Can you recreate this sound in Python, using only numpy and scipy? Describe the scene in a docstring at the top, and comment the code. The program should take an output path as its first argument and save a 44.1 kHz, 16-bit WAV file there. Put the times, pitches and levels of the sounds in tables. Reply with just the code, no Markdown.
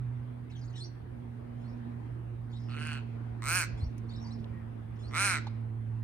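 """First come the drone of a far propeller plane, sinking in pitch as it passes, and wind buffeting the
two microphone ports. A small songbird scolds and twitters in gliding whistles, and a crow on a perch
caws three times, its slow, sharp pulses ringing the moving resonances of its throat. The perch and the
walls of the yard reflect both birds. Behind them lie three small ticks, another bird's far whistle,
the roar of distant traffic and a faint high hiss."""
import sys
import numpy as np
from scipy import signal
from scipy.fft import rfft, irfft
from scipy.io import wavfile
from scipy.ndimage import uniform_filter1d

SR = 44100
rng = np.random.default_rng(int(sys.argv[2]) if len(sys.argv) > 2 else 0)


def persist_wave(psi):
    """Save psi, clipped to +-1, as 16-bit WAV."""
    counts = np.round(np.clip(psi, -1, 1) * 32767).astype(np.int16)
    wavfile.write(sys.argv[1], SR, np.atleast_2d(counts).T)


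N = 266055

# The crow's drive, one list a caw. Each row: time in seconds, effort in dB, pulse rate in Hz.
CAWS = [
    [(2.678, -56.5, 115.2), (2.73, -51.5, 124.9), (2.774, -47, 145.9), (2.854, -44, 155.4),
     (2.92, -43.5, 146.8), (2.976, -48, 129.7), (2.992, -51.5, 120.6), (3.012, -68, 116.3)],
    [(3.412, -49, 96.4), (3.445, -42.5, 119.5), (3.477, -37, 145.5), (3.501, -33, 165.7),
     (3.569, -30.5, 186.7), (3.613, -33.5, 166.7), (3.64, -37.5, 125.1), (3.665, -61.5, 88.7)],
    [(5.102, -54.5, 104.7), (5.125, -55, 121.1), (5.14, -39.5, 134.4), (5.161, -34, 161.3),
     (5.197, -30.5, 192.9), (5.251, -29.5, 206.1), (5.323, -31.5, 178.2), (5.36, -34.5, 151.1),
     (5.387, -41, 115), (5.405, -70, 106)],
]
# Timbre of each caw, mouth wide open. Each row: first, second and third resonance in Hz; levels of
# rasp, top snap and third resonance in dB; unevenness of the pulses as a factor; hoarseness in dB.
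OPEN_MOUTH = [(1530, 2690, 4450, -15.5, -33, -16.5, 3.1, -8.5),
              (1556, 2470, 4400, -4.5, -14.5, -14.5, 1.1, -15),
              (1486, 2365, 4130, -6, -23.5, -15, 0.98, -12.5)]
# Each caw, mouth shut. Each row: the three resonances as shares of their open pitch, rasp change in dB.
SHUT_MOUTH = [(0.815, 0.98, 0.79, -6.5), (0.71, 0.78, 0.86, -4.5), (0.75, 0.82, 0.82, -10.5)]
# For each of the three resonances, the share of its rise that stays when the pulses slow again.
RISE_HELD = (0.77, 0.089, 0.65)
# The two lowest throat resonances. Each row: width in Hz, gain in dB.
THROAT = [(280, 6), (500, 1.5)]
# High resonances of the rasp. Each row: open-mouth centre in Hz, width in Hz, gain in dB.
RASP_BANDS = [(5350, 1200, -5), (6700, 1200, -4), (8900, 1900, 0), (11000, 1500, -12)]

# The songbird's phrase. Each row: onset and length in seconds before stretching; start, middle and
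# end pitch in Hz; relative level in dB; roughness from 0 to 1.
PHRASE = [(0, 0.039, 1680, 1734, 1774, -4, 0.2), (0.027, .055, 4070, 4300, 4950, 0, 0.26),
          (0.062, .04, 5400, 5600, 5750, -7, .3)]
# Repeats of the phrase. Each row: start in seconds, level in dB, time stretch as a factor.
PHRASE_REPEATS = [(.774, -49.5, 1), (1.6, -73, 1.2), (3.77, -61, 1.05), (4.984, -63, 1.44)]
# Rough single notes. Each row: start and length in seconds; start, middle and end pitch in Hz;
# level in dB.
SCOLDS = [(.496, .023, 2620, 2630, 2580, -67.5), (.508, 0.04, 4100, 3850, 3570, -67.5),
          (.549, 0.028, 3680, 3380, 2980, -62.5), (.555, 0.054, 6300, 5870, 5670, -70.5),
          (.609, 0.041, 5130, 4660, 4140, -66), (.638, 0.018, 6900, 6650, 6400, -72),
          (.664, 0.064, 3830, 4300, 4500, -77), (.733, 0.039, 3020, 2970, 3020, -64.5),
          (.752, 0.035, 1887, 1898, 1770, -56.5), (1.675, 0.074, 5200, 5160, 5350, -77),
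          (2.495, 0.029, 2130, 2214, 2320, -74.5), (2.518, 0.078, 3480, 3760, 3930, -64),
          (2.532, 0.2, 5100, 5150, 5320, -73.5), (2.51, 0.039, 6800, 7050, 6900, -82),
          (2.69, 0.057, 4130, 4380, 4300, -62)]
# Short clear glides, with the same columns.
TWITTER = [(4.09, 0.02, 4220, 4510, 4930, -59.5), (4.1, 0.033, 3510, 3680, 3700, -60),
           (4.133, 0.014, 4040, 4400, 4900, -59), (4.145, .018, 3520, 3800, 4360, -57),
           (4.18, 0.015, 3630, 3770, 4100, -59.5), (4.24, 0.051, 4650, 4660, 4980, -60.5),
           (4.265, 0.012, 5380, 5700, 5470, -63), (4.305, .025, 3820, 4100, 4400, -60.5)]
# Another bird's plain whistle, one such row.
FAR_WHISTLE = (4.505, .15, 1780, 1900, 1680, -67.5)
# Notes that shoot up and droop. Each row: start and length in seconds, crest in Hz, level in dB.
HOOKS = [(4.158, .022, 5330, -60), (4.193, 0.039, 5600, -65.5), (4.222, 0.033, 5570, -62),
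         (4.319, .038, 5410, -62.5)]
# Spells of faint scratchy chatter. Each row: start and end in seconds, level of a chip in dB.
CHATTER_SPELLS = [(0.499, .9, -79), (1.578, 1.8, -94), (2.499, 2.698, -83.5), (3.778, 3.933, -87),
                  (4.067, 4.393, -79.5), (4.954, 5.12, -83)]
# Decline of a whistle's harmonics. Each row: pitch of the note in Hz, step per overtone in dB.
OVERTONE_SLOPE = [(1750, -1), (3000, -18), (4200, -9), (5300, -24)]
# Response of the beak. Each row: frequency in Hz, gain in dB.
BEAK_RESPONSE = [(1900, -6.5), (3200, 9.5), (5000, 5), (8500, 2), (11000, -28)]

# Pitch of the propeller. Each row: time in seconds, blade tone in Hz.
BLADE_HZ = [(0, 121.8), (.9, 120), (3.4, 115.8), (4.8, 113.4), (6.03, 112.4)]
# Strength of the drone. Each row: time in seconds, levels of the first and second harmonic in dB.
BLADE_LEVELS = [(0, -34.5, -62), (.12, -36.5, -55), (.3, -42, -51.5), (.5, -45.5, -54), (.64, -39.5, -59),
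                (1.03, -46.5, -67.5), (1.15, -45.5, -53), (1.9, -42.5, -45.5), (2.18, -40.5, -66),
                (2.45, -40.5, -54.5), (2.8, -39, -47), (3.2, -40, -49.5), (3.55, -38.5, -59),
                (3.8, -41.5, -54.5), (4.35, -42, -45), (4.8, -43, -54), (5.12, -40.5, -54.5),
                (5.45, -37.5, -48.5), (6.03, -36, -54.5)]
# The drone at the ports, by harmonic. Each row: left lead in radians, left minus right in dB.
BLADE_STEREO = [(0.08, -5.5), (-0.58, -7), (0.92, -5.5)]
# Gusts. Each row: time of the top in seconds, level change in dB, half width in seconds.
GUSTS = [(0.01, 4.5, 0.045), (.87, -1, 0.035), (2.33, 1.5, 0.21), (3.632, 1.5, 0.035), (3.718, 8.5, 0.055),
         (3.83, 11.5, 0.034), (4.151, 5, 0.095), (4.45, 4.5, 0.17), (5.049, 4, 0.047)]
# Gusts that thump the ports. Each row: start in seconds, peak in dB, pitch in Hz, length in seconds.
THUMPS = [(3.713, -31, 56.5, .06), (3.821, -21.5, 97.8, 0.029), (3.857, -27, 60, 0.037),
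          (5.042, -39, 59, 0.076)]
# Nearby ticks. Each row: start in seconds, then bands of level in dB, centre and width in Hz and
# t60 in seconds.
TICKS = [(3.98, [(-50, 2200, 806, 0.013), (-58, 6000, 2500, 0.039), (-51, 11000, 3500, 0.015)]),
         (4.443, [(-45, 3400, 930, 0.014)]), (5.468, [(-39.5, 883, 400, 0.043), (-50.5, 3770, 1100, 0.078),
         (-62, 6700, 1400, 0.056)])]
# Swell of the far roar. Each row: time in seconds, level in dB.
ROAR_LEVEL = [(0, -53.5), (.9, -54.5), (1.9, -51.5), (2.5, -54.5), (3.1, -51), (4.5, -51.5), (4.9, -53),
              (5.3, -49.5), (5.7, -54.5), (6.03, -54)]

# Noise spectra. Each row: frequency in Hz, relative spectral density in dB.
WIND_SPECTRUM = [(15, -63), (25, 2.5), (50, 12.5), (90, 11), (150, 1.5), (220, -2), (300, -15.5),
                 (420, -55)]
ROAR_SPECTRUM = [(160, -17.5), (270, -2), (315, -1.5), (384, -9.5), (418, -4.5), (502, -10), (713, -9),
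                 (1170, -16.5), (1940, -21.5), (3400, -33), (7800, -51.5), (10100, -85.5), (17200, -120)]
HISS_SPECTRUM = [(4000, -30), (7000, -12), (8300, 0), (10800, -1), (11700, -8), (12700, -3), (14500, -3),
                 (16000, -5)]
# Likeness of the two channels. Each row: frequency in Hz, coherence from 0 to 1.
WIND_COHERENCE = [(30, 0.94), (150, 1), (300, 0.059)]
ROAR_COHERENCE = [(300, 0.27), (600, 0.72), (1300, 0.035), (2500, 0.034), (7000, .1)]
# Phase between the ports; birds and hiss share the treble. Each row: frequency in Hz, left lead in
# radians.
CROW_LEAD = [(400, .3), (1800, .35), (2600, .75), (3000, 1.4), (3400, 2.5), (3700, 3), (4200, 2.1),
             (5200, 2.5), (6200, 1.6)]
BIRD_LEAD = [(2000, 1), (3600, 2.6), (4400, 1.4), (5400, 1), (6500, 1.5)]
TREBLE_LEAD = [(7500, 2.2), (8500, 1), (9500, 0), (10500, -1.5), (11500, -3.1), (12500, -3.9),
               (13500, -6.1), (15000, -6.6)]
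ROAR_LEAD = [(300, 0.5), (600, 2.5), (1300, 6), (7000, 11.5)]
# Level step between the ports. Each row: frequency in Hz, left minus right in dB.
CROW_BALANCE = [(500, 1), (1400, -2.5), (2500, -3.5), (3400, -3), (4300, -7), (5800, -11), (6800, 0.5),
                (15000, 0)]
BIRD_BALANCE = [(3000, 5), (4500, -1.5), (5600, -1), (6500, -2), (8000, 1)]
WIND_BALANCE = [(40, 8.5), (150, -15.5), (300, -3.5)]
ROAR_BALANCE = [(300, -7.5), (600, 2), (7000, -1)]
# Decay of echoes from the perch and from walls and fences. Each row: frequency in Hz, t60 in seconds.
PERCH_DECAY = [(500, 0.021), (2000, 0.079), (5000, 0.16), (15000, .05)]
YARD_DECAY = [(500, 0.1), (2000, 0.46), (5000, 0.52), (9000, 0.066), (15000, 0.088)]
# Colour of the microphone. Each row: frequency in Hz, gain in dB.
MIC_RESPONSE = [(20, -24), (40, -3), (60, 0), (12500, 0), (14500, -3), (16000, -8)]


def caw(contour, open_mouth, shut_mouth):
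    """Source and filter: uneven pulses and puffs of air ring resonances that rise as the mouth opens."""
    start = contour[0][0]
    t = np.arange(start, contour[-1][0], 1 / SR)
    effort_db, pulse_hz = curves(contour, t)
    *open_hz, rasp_db, snap_db, third_db, uneven, hoarse_db = open_mouth
    *shut_shares, shut_db = shut_mouth
    rise = (pulse_hz - pulse_hz[0]) / (pulse_hz.max() - pulse_hz[0])
    mouth = uniform_filter1d(rise, size=800).clip(0, 1)  # opens as the pulses quicken
    widest = np.maximum.accumulate(mouth)
    *throat_hz, third_hz = [hz * (share + (1 - share) * (mouth + held * (widest - mouth)))
                            for hz, share, held in zip(open_hz, shut_shares, RISE_HELD)]

    cycles = np.cumsum(pulse_hz * (1 + .005 * uneven * wobble(len(t), size=150))) / SR
    per_pulse = rng.standard_normal((int(cycles[-1]) + 1, 3))  # random strengths
    drive_spread, spit_spread, snap_spread = per_pulse[cycles.astype(int)].T
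    pulses = unit_rms(np.diff(np.floor(cycles), prepend=0) / np.sqrt(pulse_hz))  # same power at any rate
    since_pulse = (cycles % 1) / pulse_hz
    puffs = unit_rms((cycles > 1) * np.exp(-since_pulse / 0.00081) * rng.standard_normal(len(t)))
    drive = (pulses + .07 * uneven * puffs) * amp(.5 * uneven * drive_spread)
    spit = (pulses + .6 * puffs) * amp(.9 * uneven * spit_spread)

    throat = sum((-1) ** k * amp(db) * resonance(drive, hz, width)
                 for k, (hz, (width, db)) in enumerate(zip(throat_hz, THROAT)))
    leak = resonance(drive, 990, width=1200)  # low harmonics leak past the throat
    gap_hz = sum(throat_hz) / 2  # breath fills the gap between the two resonances
    breath = bandpass(bandpass(puffs, gap_hz, width=1000), gap_hz, width=910)
    voice = unit_rms(throat) - amp(-14.5) * unit_rms(leak) + amp(hoarse_db) * unit_rms(breath)

    closed = 1 - mouth
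    rasp = -sum((-1) ** k * amp(db) * resonance(spit, hz * (1 - .17 * closed), width)
                for k, (hz, width, db) in enumerate(RASP_BANDS))
    snap = resonance((pulses + .8 * puffs) * amp(2 * snap_spread), 13600, width=3600)
    third = resonance(drive + .3 * spit, third_hz, width=650)
    voice += amp(third_db + closed) * unit_rms(third)
    voice += amp(rasp_db + shut_db * closed) * unit_rms(rasp)
    voice += amp(snap_db + (shut_db - 1) * closed) * unit_rms(snap)
    return start, amp(effort_db) * voice


def whistle(length, start_hz, middle_hz, end_hz, level_db, rough, warp=1, tilt_db=0):
    """A gliding harmonic series filtered by the beak; random pitch and amplitude modulation roughen it."""
    n = round(length * SR)
    parabola = np.polyfit([0, .5, 1], [start_hz, middle_hz, end_hz], 2)
    hz = np.polyval(parabola, (np.arange(n) / n) ** warp)  # warp under 1 brings the middle early
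    phase = 2 * np.pi * np.cumsum(hz * (1 + .06 * rough * wobble(n, size=24))) / SR
    slope_db = at_hz(OVERTONE_SLOPE, middle_hz) + tilt_db
    tone = np.zeros(n)
    for k in range(1, 7):
        gain = amp(slope_db * (k - 1) + at_hz(BEAK_RESPONSE, k * hz))
        tone += gain * (k * hz < SR / 2.5) * np.sin(k * phase)
    flutter = 1 + 1.3 * rough * wobble(n, size=40)
    return amp(level_db) * unit_rms(tone) * flutter * signal.windows.tukey(n, .45)


def birdsong():
    """Frequency glides form the songbird's phrases, scolds, twitter and hooks, and another bird's call."""
    song = np.zeros(N)
    for start, db, stretch in PHRASE_REPEATS:
        for onset, length, *pitches, step_db, rough in PHRASE:
            add(song, start + stretch * onset, whistle(stretch * length, *pitches, db + step_db, rough))
    for notes, rough in [(SCOLDS, .5), (TWITTER, .18)]:
        for start, *note in notes:
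            add(song, start, whistle(*note, rough))
    for start, length, crest, db in HOOKS:
        add(song, start, whistle(length, .62 * crest, crest, .88 * crest, db, rough=.18, warp=.5))
    start, *note = FAR_WHISTLE
    add(song, start, whistle(*note, rough=.5, tilt_db=-38))
    return song


def chatter(chips_per_s=120, chip_s=.02, range_hz=(3000, 7000)):
    """Superposition of short rough chips, random in time, pitch and glide, gives a scratchy texture."""
    chips = np.zeros(N)
    for start, end, db in CHATTER_SPELLS:
        count = round(chips_per_s * (end - start))
        for when, height, glide in rng.random((60, 3))[:count]:
            bend = 1 + .25 * (glide - .3) * np.array([-1, 0, 1])
            pitches = np.interp(height, [0, 1], range_hz) * bend
            add(chips, start + when * (end - start), whistle(chip_s, *pitches, db, rough=1))
    return chips


def reflections(crow, bird):
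    """Reverberation: the perch scatters the calls quickly, and walls and fences add a longer tail."""
    tail = echoes(amp(-15) * crow + amp(-18) * bird, YARD_DECAY)
    return echoes(amp(-7.5) * crow + amp(-8) * bird, PERCH_DECAY) + tail


def plane():
    """Three harmonics of the blade tone sink as the plane passes; moving air modulates phase and level."""
    t = np.arange(N) / SR
    blade_phase = 2 * np.pi * np.cumsum(curves(BLADE_HZ, t)[0]) / SR
    third_db = -68 + 4.5 * wobble(N, size=3000)  # the third harmonic comes and goes
    levels = curves(BLADE_LEVELS, t) + [third_db]
    drone = np.zeros((2, N))
    for k, (db, (lead, step_db)) in enumerate(zip(levels, BLADE_STEREO), 1):
        phase = k * (blade_phase + 0.23 * wobble(N, size=1500))
        pair = np.array([amp(step_db / 2) * np.sin(phase + lead), amp(-step_db / 2) * np.sin(phase)])
        drone += np.sqrt(2) * amp(db + 0.5 * wobble(N, size=2000)) * pair
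    return drone


def wind(steady_db=-49, lumps_db=1.5):
    """Pressure fluctuations at the ports: low noise that swells in gusts, with brief tonal thumps."""
    t = np.arange(N) / SR
    gusts_db = sum(db * np.exp(-((t - top) / half_width) ** 2) for top, db, half_width in GUSTS)
    level = amp(steady_db + lumps_db * wobble(N, size=2000) + gusts_db)
    lead = [(20, 0.009), (400, 0.011)]
    rumble = stereo_noise(WIND_SPECTRUM, WIND_COHERENCE, lead, WIND_BALANCE, patchy_db=0.5)
    thumps = np.zeros(N)
    for start, db, hz, length in THUMPS:
        age = np.arange(0, length, 1 / SR)
        add(thumps, start, amp(db) * np.sin(np.pi * age / length) ** 2 * np.sin(2 * np.pi * hz * age))
    return level * rumble + thumps


def ticks(attack_s=0.00068):
    """Damped resonance: each tick is noise in one or more bands, dying exponentially."""
    track, t = np.zeros(N), np.arange(2000) / SR
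    for start, bands in TICKS:
        for db, hz, width, t60 in bands:
            burst = unit_rms(resonance(rng.standard_normal(len(t)), hz, width))
            add(track, start, amp(db - 60 * t / t60) * (1 - np.exp(-t / attack_s)) * burst)
    return track


def far_roar():
    """Distant traffic and engine wash add up to partly coherent noise that slowly swells and ebbs."""
    level = amp(curves(ROAR_LEVEL, np.arange(N) / SR)[0])
    return level * stereo_noise(ROAR_SPECTRUM, ROAR_COHERENCE, ROAR_LEAD, ROAR_BALANCE, patchy_db=1.92)


def hiss(level_db=-82):
    """Faint treble noise, almost fully coherent between the ports in its top range."""
    coherence, centred = [(6000, .4), (9000, 0.99), (16000, 1.0)], [(20, 0), (400, 0)]
    return amp(level_db) * stereo_noise(HISS_SPECTRUM, coherence, TREBLE_LEAD, centred, patchy_db=1)


def echoes(x, decay):
    """Convolution with sparse taps of random sign, a set for each side; each band dies at its own rate."""
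    taps = np.zeros((2, SR))
    delays = np.arange(40, SR - 20, 20) + rng.integers(0, 20, (2, (SR - 41) // 20))
    np.put_along_axis(taps, delays, rng.choice([-1., 1.], delays.shape), 1)
    hz, t, spectra = signal.stft(taps, SR, nperseg=128)
    tail = signal.istft(spectra * amp(-60 * t / at_hz(decay, hz)[:, None]), SR, nperseg=128)[1]
    return signal.fftconvolve(x[None], tail / np.linalg.norm(tail[0]), axes=1)[:, :N]


def at_ports(x, lead, balance):
    """A point source reaches the two ports with a phase lead and level step that depend on frequency."""
    hz = np.fft.rfftfreq(N, 1 / SR)
    left_gain = amp(at_hz(balance, hz) / 2) * np.exp(.5j * at_hz(lead, hz))
    return irfft(rfft(x) * np.array([left_gain, 1 / left_gain]), N)


def stereo_noise(spectrum, coherence, lead, balance, patchy_db):
    """Partial coherence: two channels share part of a random spectrum with drifting patches; rms 1."""
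    frames, hz = N // 256 + 5, np.fft.rfftfreq(1024, 1 / SR)[:, None]
    left_re, left_im, own_re, own_im, patches = rng.standard_normal((frames, 513, 5)).T
    patches = unit_rms(uniform_filter1d(uniform_filter1d(patches, 8, axis=0), 12, axis=1))
    shared = np.clip(at_hz(coherence, hz), 0, 1)
    left, own = left_re + 1j * left_im, own_re + 1j * own_im
    right = shared * left * np.exp(-1j * at_hz(lead, hz)) + np.sqrt(1 - shared ** 2) * own
    left_gain = amp(at_hz(balance, hz) / 2)
    colour = amp(at_hz(spectrum, hz) + patchy_db * patches)
    spectra = np.array([left * left_gain, right / left_gain]) * colour
    return unit_rms(signal.istft(spectra, nperseg=1024, noverlap=768)[1][:, :N])


def bandpass(x, hz, width):
    """Heterodyne filter: shifts the frequency or curve hz down to zero, smooths, and shifts back."""
    carrier = np.exp(2j * np.pi * np.cumsum(hz * np.ones(len(x))) / SR)
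    pole = np.exp(-np.pi * width / SR)
    return 2 * (carrier * signal.lfilter([1 - pole], [1, -pole], x / carrier)).real


def resonance(x, hz, width):
    """Two equal band-passes in cascade, each width Hz wide, give steeper skirts."""
    return bandpass(bandpass(x, hz, width), hz, width)


def wobble(n, size):
    """Low-passed noise of rms 1, smooth over size samples."""
    return unit_rms(uniform_filter1d(uniform_filter1d(rng.standard_normal(n), size), size))


def amp(db):
    """Decibels to gain."""
    return 10 ** (np.asarray(db) / 20)


def unit_rms(x):
    """Scales to rms 1."""
    return x / np.sqrt(np.mean(x ** 2) + 1e-20)


def at_hz(table, hz):
    """Interpolates a table over log frequency."""
    frequencies, values = np.transpose(table)
    return np.interp(np.log(hz + 1), np.log(frequencies + 1), values)


def curves(table, t):
    """Interpolates each column of a table at times t."""
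    times, *columns = np.transpose(table)
    return [np.interp(t, times, column) for column in columns]


def add(mix, start, sound):
    """Superposes a sound at start seconds."""
    part = mix[round(start * SR):][:len(sound)]
    part += sound[:len(part)]


def scene():
    """Superposition: birds and ticks, the birds' echoes, and the plane, roar, wind and hiss."""
    crow, bird = np.zeros(N), birdsong() + chatter()
    for contour, open_mouth, shut_mouth in zip(CAWS, OPEN_MOUTH, SHUT_MOUTH):
        add(crow, *caw(contour, open_mouth, shut_mouth))
    direct = at_ports(crow + ticks(), CROW_LEAD + TREBLE_LEAD, CROW_BALANCE)
    direct += at_ports(bird, BIRD_LEAD + TREBLE_LEAD, BIRD_BALANCE)
    return direct + hiss() + reflections(crow, bird) + plane() + far_roar() + wind()


def record(dry):
    """Linear filtering: the microphone colours the sound, then a low-pass limits its band."""
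    coloured = irfft(rfft(dry) * amp(at_hz(MIC_RESPONSE, np.fft.rfftfreq(N, 1 / SR))), N)
    lowpass = signal.firwin(1023, cutoff=15850, window=("kaiser", 9), fs=SR)
    return signal.oaconvolve(coloured, lowpass[None], "same")


dry = scene()
out = record(dry)
persist_wave(out)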